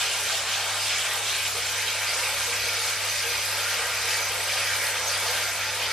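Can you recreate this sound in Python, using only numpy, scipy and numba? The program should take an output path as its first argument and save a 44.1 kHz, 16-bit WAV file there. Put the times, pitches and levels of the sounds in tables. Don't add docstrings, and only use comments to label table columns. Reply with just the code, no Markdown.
import sys
import numpy as np
from scipy import signal
from scipy.fft import rfft, irfft, next_fast_len
from scipy.io import wavfile
from scipy.ndimage import uniform_filter1d
from numba import njit

SR = 44100
rng = np.random.default_rng(int(sys.argv[2]) if len(sys.argv) > 2 else 0)


def put_to_file(sound):
    columns = np.atleast_2d(sound).T
    safe = np.clip(columns, -1, 1)
    whole_steps = np.round(safe * 32767)
    wavfile.write(sys.argv[1], SR, whole_steps.astype(np.int16))


N = 261433
LONG = next_fast_len(N + SR, True)
FREQ = np.maximum(np.fft.rfftfreq(LONG, 1 / SR), 1)

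# pitch_hz, side_minus_mid_db
SIDE_AGAINST_MID = [(60, -39), (110, -34), (200, -7.5), (370, -13), (670, -19.5), (1230, -35), (2250, -22),
                    (4120, -4), (7540, 0), (13800, 7.5)]


def undb(db):
    return 10 ** (np.asarray(db) / 20)


def rms(x):
    return np.sqrt(np.mean(x ** 2))


def curves(table):
    s, *columns = np.transpose(table)
    return [np.interp(np.arange(N) / SR, s, column) for column in columns]


def gain(table):
    hz, db = np.transpose(table)
    return undb(np.interp(np.log(FREQ), np.log(hz), db))


def filt(x, response):
    return irfft(rfft(x, LONG) * response, LONG)[..., :N]


def resonance(hz, width_hz):
    return 1 / (1 + 1j * (FREQ - hz ** 2 / FREQ) / width_hz)


def walk(rate):
    hold = int(SR / rate)
    steps = np.repeat(rng.standard_normal(N // hold + 1), hold)
    return 1.5 * uniform_filter1d(uniform_filter1d(steps, hold), hold)[:N]


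@njit
def ring(start, hz, size, cycles, glide):
    out = np.zeros(N)
    for b in range(len(start)):
        length = cycles * SR / hz[b]
        turn = 2 * np.pi * hz[b] / SR
        z = size[b] + 0j
        step = np.exp(1j * turn - 1 / length)
        bend = np.exp(1j * turn * glide / length)
        for i in range(start[b], min(N, start[b] + int(5 * length))):
            out[i] += z.imag
            z, step = z * step, step * bend
    return out


def bubbles(per_s, low_hz, high_hz, cycles, glide, spread_db, cap_db=8.5):
    when, place, chance = rng.random((int(per_s * N / SR), 3)).T
    hz = low_hz * (high_hz / low_hz) ** place
    excess_db = np.minimum(-spread_db * np.log(1 - chance), cap_db)
    x = ring((when * N).astype(np.int64), hz, hz * undb(excess_db), 1. * cycles, 1. * glide)
    return x / rms(x)


def splash(bubble_db=1.5, fizz_db=-5.0, patter_db=-4.0):
    big = bubbles(900, 349.2, 13046, cycles=17.85, glide=0.0397, spread_db=2.0, cap_db=5.5)
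    patter = bubbles(1500, 893, 5550, cycles=4.4, glide=0.119, spread_db=2.5, cap_db=9.5)
    fizz = bubbles(3500, 4130, 15000, cycles=2.1, glide=0.066, spread_db=3.5, cap_db=5.5)
    hiss = rng.standard_normal(N)
    return hiss + undb(bubble_db) * big + undb(patter_db) * patter + undb(fizz_db) * fizz


def bathroom(t60_s=0.3, direct_db=-0.5):
    tail = rng.standard_normal((2, SR)) * undb(-60 * np.arange(SR) / SR / t60_s)
    tail /= np.sqrt(np.sum(tail ** 2, axis=1, keepdims=True))
    tail[0, 0] += undb(direct_db)
    return rfft(tail, LONG)


def tub_modes():
    # pitch_hz, level_db
    modes = [(400, -58), (477, -50), (500, -63.5), (570, -42.5), (627, -58.5), (705, -74), (866, -48),
             (1229, -44), (1335, -51.5), (1388, -44.5), (1587, -44.5), (1813, -48), (1919, -58),
             (2200, -46), (2266, -43.5), (2352, -51), (2470, -43.5), (2586, -50), (3559, -51), (3943, -53),
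             (4570, -52), (4953, -49)]
    response = 0
    for k, (hz, db) in enumerate(modes):
        width_hz = 5.2 + 0.0035 * hz
        response = response + (-1) ** k * undb(db) * resonance(hz, width_hz)
    return response


def flicker(x, slow_db=0.4, quick_db=0.8):
    place = 2 * np.log2(np.clip(FREQ, 300, 300 * 2 ** 5.5) / 300)
    out = 0
    for band in range(12):
        share = np.maximum(1 - abs(place - band), 0)
        out = out + filt(x, share) * undb(slow_db * walk(6.5) + quick_db * walk(24.9))
    return out


def stream_db(surge_db=0.35):
    # start_s, churn_db, gurgle_db
    stream = [(0, -29.5, -37), (.1, -30, -36.5), (.21, -34, -36.5), (.3, -29, -38), (.46, -33.5, -37),
              (.53, -30, -36.5), (.68, -34, -37), (.78, -31.5, -39.5), (.84, -31, -40), (.92, -27.5, -39),
              (1.0, -30, -38), (1.15, -32, -35.5), (1.25, -32, -37), (1.33, -29.5, -39), (1.43, -30, -40.5),
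              (1.52, -33.5, -38.5), (1.7, -32, -37), (1.85, -31.5, -38.5), (2.2, -32, -36),
              (2.75, -31, -38), (3.7, -31.5, -36), (4.1, -30.5, -36.5), (4.3, -32, -36), (4.5, -30.5, -36),
              (4.62, -30.5, -36.5), (4.73, -32, -36.5), (4.95, -33, -36), (5.1, -31.5, -35),
              (5.4, -31, -35.5), (5.52, -33, -36.5), (5.62, -31, -37), (5.93, -29.5, -38)]
    # start_s, level_db
    spray_levels = [(0, -34.5), (.38, -34), (.46, -38), (.52, -35), (1.2, -34), (1.65, -34), (2.2, -35),
                    (2.75, -33.5), (4.1, -34.5), (5.1, -34), (5.4, -35), (5.93, -38)]
    churn, gurgle = curves(stream)
    spray, = curves(spray_levels)
    surge = surge_db * walk(14)
    wandering = ((gurgle, 0.6), (churn, 0.3), (spray, 0.3))  # level, wander in dB
    return [db + surge + wander_db * walk(12) for db, wander_db in wandering]


def water(tub_db=-10.75, clearing_db=1.5, side_db=-5.5, diffuse_db=3.0):
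    # pitch_hz, density_db
    shaded_colour = [(180, -53), (300, -32), (395, -9.5), (435, -18.5), (464, -6), (528, -11), (778, -2.5),
                     (929, -7), (1510, -4), (1800, -5), (3120, -1), (5960, -8.5), (7590, -7.5),
                     (12500, -18), (14200, -59)]
    # pitch_hz, density_db
    open_colour = [(180, -2), (300, -23), (388, -8), (435, -20), (479, 4), (601, -10.5), (718, -2),
                   (800, -6.5), (900, -2.5), (1100, -8), (1370, 0.5), (1510, -2), (2000, 2), (2330, 3.5),
                   (2740, -1), (3400, -2.5), (4300, -4), (4910, -1.5), (5500, -6.5), (6000, -3), (6670, -8),
                   (12500, -10.5), (14200, -23)]
    # pitch_hz, density_db
    side_colour = [(150, -49), (250, -14.5), (950, -18), (1090, -30), (1380, -46), (1550, -47), (1780, -38),
                   (2330, -9.5), (2660, 0.5), (2900, -1), (5150, 2.5), (12600, -0.5), (14200, -6)]
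    # start_s, open_share (0-1)
    bottle_away = [(0, 0), (1.2, 0.09), (2.0, 0.65), (5.93, 0.74)]

    spots = [np.resize(splash(), LONG) for _ in range(2)]
    room = sum(filt(spot, bathroom()) for spot in spots)

    away, = curves(bottle_away)
    shaded = filt(room[0], gain(shaded_colour))
    clear = filt(room[0], gain(open_colour))
    mid = (1 - away) * shaded / rms(shaded) + away * clear / rms(clear)

    diffuse = undb(diffuse_db) * rng.standard_normal(N)
    side = filt(room[1] / rms(room[1]) + diffuse, gain(side_colour))
    wet = np.array([mid, side / rms(side) * undb(side_db)])

    hollow = filt(sum(spots), tub_modes())
    wet[0] += hollow / rms(hollow) * undb(tub_db + clearing_db * away)

    wet = filt(flicker(wet), 1 / (1 + (250 / FREQ) ** 6))
    below_churn, below_spray = (1 / (1 + (FREQ / edge_hz) ** 6) for edge_hz in (1500, 5000))
    masks = (below_churn, below_spray - below_churn, 1 - below_spray)
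    out = 0
    for mask, db in zip(masks, stream_db()):
        layer = filt(wet, mask)
        out = out + layer / rms(layer[0]) * undb(db)
    return out


def house(waver_db=1.3, throb_db=0.5):
    # pitch_hz, density_db
    rumble_colour = [(12, -49), (20, -14), (48, -9), (71, -29), (92, -2), (120, -5), (162, -8.5),
                     (315, -6.5), (400, -29), (520, -39), (880, -120)]
    hum_hz, hum_db = 99.8, -49.5
    drone_hz, drone_width_hz, drone_db = 64.4, 5.6, -58.5
    rumble_db = -58
    t = np.arange(N) / SR
    fade_db = -4.5 * np.exp(-t / 0.72)

    hum = np.sqrt(2) * np.sin(2 * np.pi * hum_hz * t) * undb(hum_db + fade_db + waver_db * walk(6.14))
    drone = filt(rng.standard_normal(N), resonance(drone_hz, drone_width_hz)) * undb(throb_db * walk(3.5))
    mid_side = np.array([np.ones_like(FREQ), gain(SIDE_AGAINST_MID)])
    rumble = filt(rng.standard_normal((2, N)), gain(rumble_colour) * mid_side)
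    out = rumble / rms(rumble[0]) * undb(rumble_db)
    out[0] += hum + drone / rms(drone) * undb(drone_db + fade_db)
    return out


def blips(cycles=15.0, swell_cycles=3.0, glide=0.0046, direct_db=0.5, count=14):
    # start_s, pitch_hz, strength_db
    lone = [(0.524, 5560, -25), (0.898, 5080, -19), (1.283, 5900, -20), (1.623, 5300, -22),
            (1.663, 7370, -19), (1.669, 5670, -23), (1.87, 3130, -20), (1.879, 3860, -20),
            (2.174, 8800, -19), (2.408, 5870, -24), (3.098, 6100, -17), (3.233, 2510, -24.5),
            (3.524, 5660, -24), (3.658, 1445, -21), (4.225, 6140, -22), (4.867, 4220, -20)]
    # start_s, length_s, pitch_hz, pitch_spread (0-1), top_strength_db
    clusters = [(.08, 0.069, 2920, 0.13, -25), (.27, 0.056, 3180, 0, -33), (.72, 0.086, 2900, 0.1, -31),
                (.87, 0.067, 3020, 0.4, -30), (.95, 0.055, 3130, 0.05, -34), (1.36, .09, 2800, .15, -32),
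                (1.53, 0.038, 452, 0.07, -42.5), (2.069, 0.039, 4700, 0.1, -24), (2.44, .04, 480, .03, -42),
                (2.65, .03, 480, .03, -43), (2.76, .04, 480, .03, -41), (3.23, .04, 480, .03, -42),
                (3.74, .08, 480, .04, -42), (2.58, 0.041, 4720, 0, -30), (2.749, 0.049, 2290, 0, -30),
                (3.152, 0.013, 2400, .08, -31), (3.249, .045, 2410, .08, -31),
                (3.772, 0.063, 810, 0.1, -36), (4.07, .08, 4900, 0.12, -22), (4.56, .03, 2780, 0.2, -27),
                (4.82, .03, 2250, 0.1, -30), (4.66, 0.043, 5880, 0.16, -27),
                (5.03, 0.054, 6080, 0.09, -22.5), (5.085, 0.07, 4900, 0.08, -25)]
    s, hz, db = np.transpose(lone)
    for start, length, pitch_hz, spread, top_db in clusters:
        when, place, weakness = rng.random((count, 3)).T
        s = np.append(s, start + length * when)
        hz = np.append(hz, pitch_hz * (1 + spread * (2 * place - 1)))
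        db = np.append(db, top_db - 6 * weakness)

    first, pitch, size = (s * SR).astype(np.int64), 1. * hz, undb(db)
    full = ring(first, pitch, size, 1. * cycles, 1. * glide)
    onset = ring(first, pitch, size, 1. * swell_cycles, glide * swell_cycles / cycles)
    mid_side = np.array([np.ones_like(FREQ), gain(SIDE_AGAINST_MID)])
    return filt(full - onset, bathroom(direct_db=direct_db) * mid_side / undb(direct_db))


def spits(t60_s=0.018, rise_s=0.0015):
    # start_s, strength_db, left_minus_right_db
    drops = [(1.657, -31, 0.5), (2.680, -26, -10), (2.689, -23, -11)]
    out = np.zeros((2, N))
    t = np.arange(int(.02 * SR)) / SR
    for s, db, pan_db in drops:
        envelope = undb(db - 60 * t / t60_s) * (1 - np.exp(-t / rise_s))
        tick = rng.standard_normal(len(t)) * envelope
        i = int(s * SR)
        out[:, i:i + len(t)] += tick * undb(np.array([[pan_db], [-pan_db]]) / 2)
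    return filt(out, resonance(11600, 8000))


def scene():
    mid, side = water() + blips() + house()
    return np.array([mid + side, mid - side]) + spits()


def record(dry):
    ports = dry * undb(np.array([[-.1], [.1]]))
    top_hz, ripple_db, stop_db = 14050, .2, 80
    return signal.sosfilt(signal.ellip(10, ripple_db, stop_db, top_hz, fs=SR, output="sos"), ports)


dry = scene()
out = record(dry)
put_to_file(out)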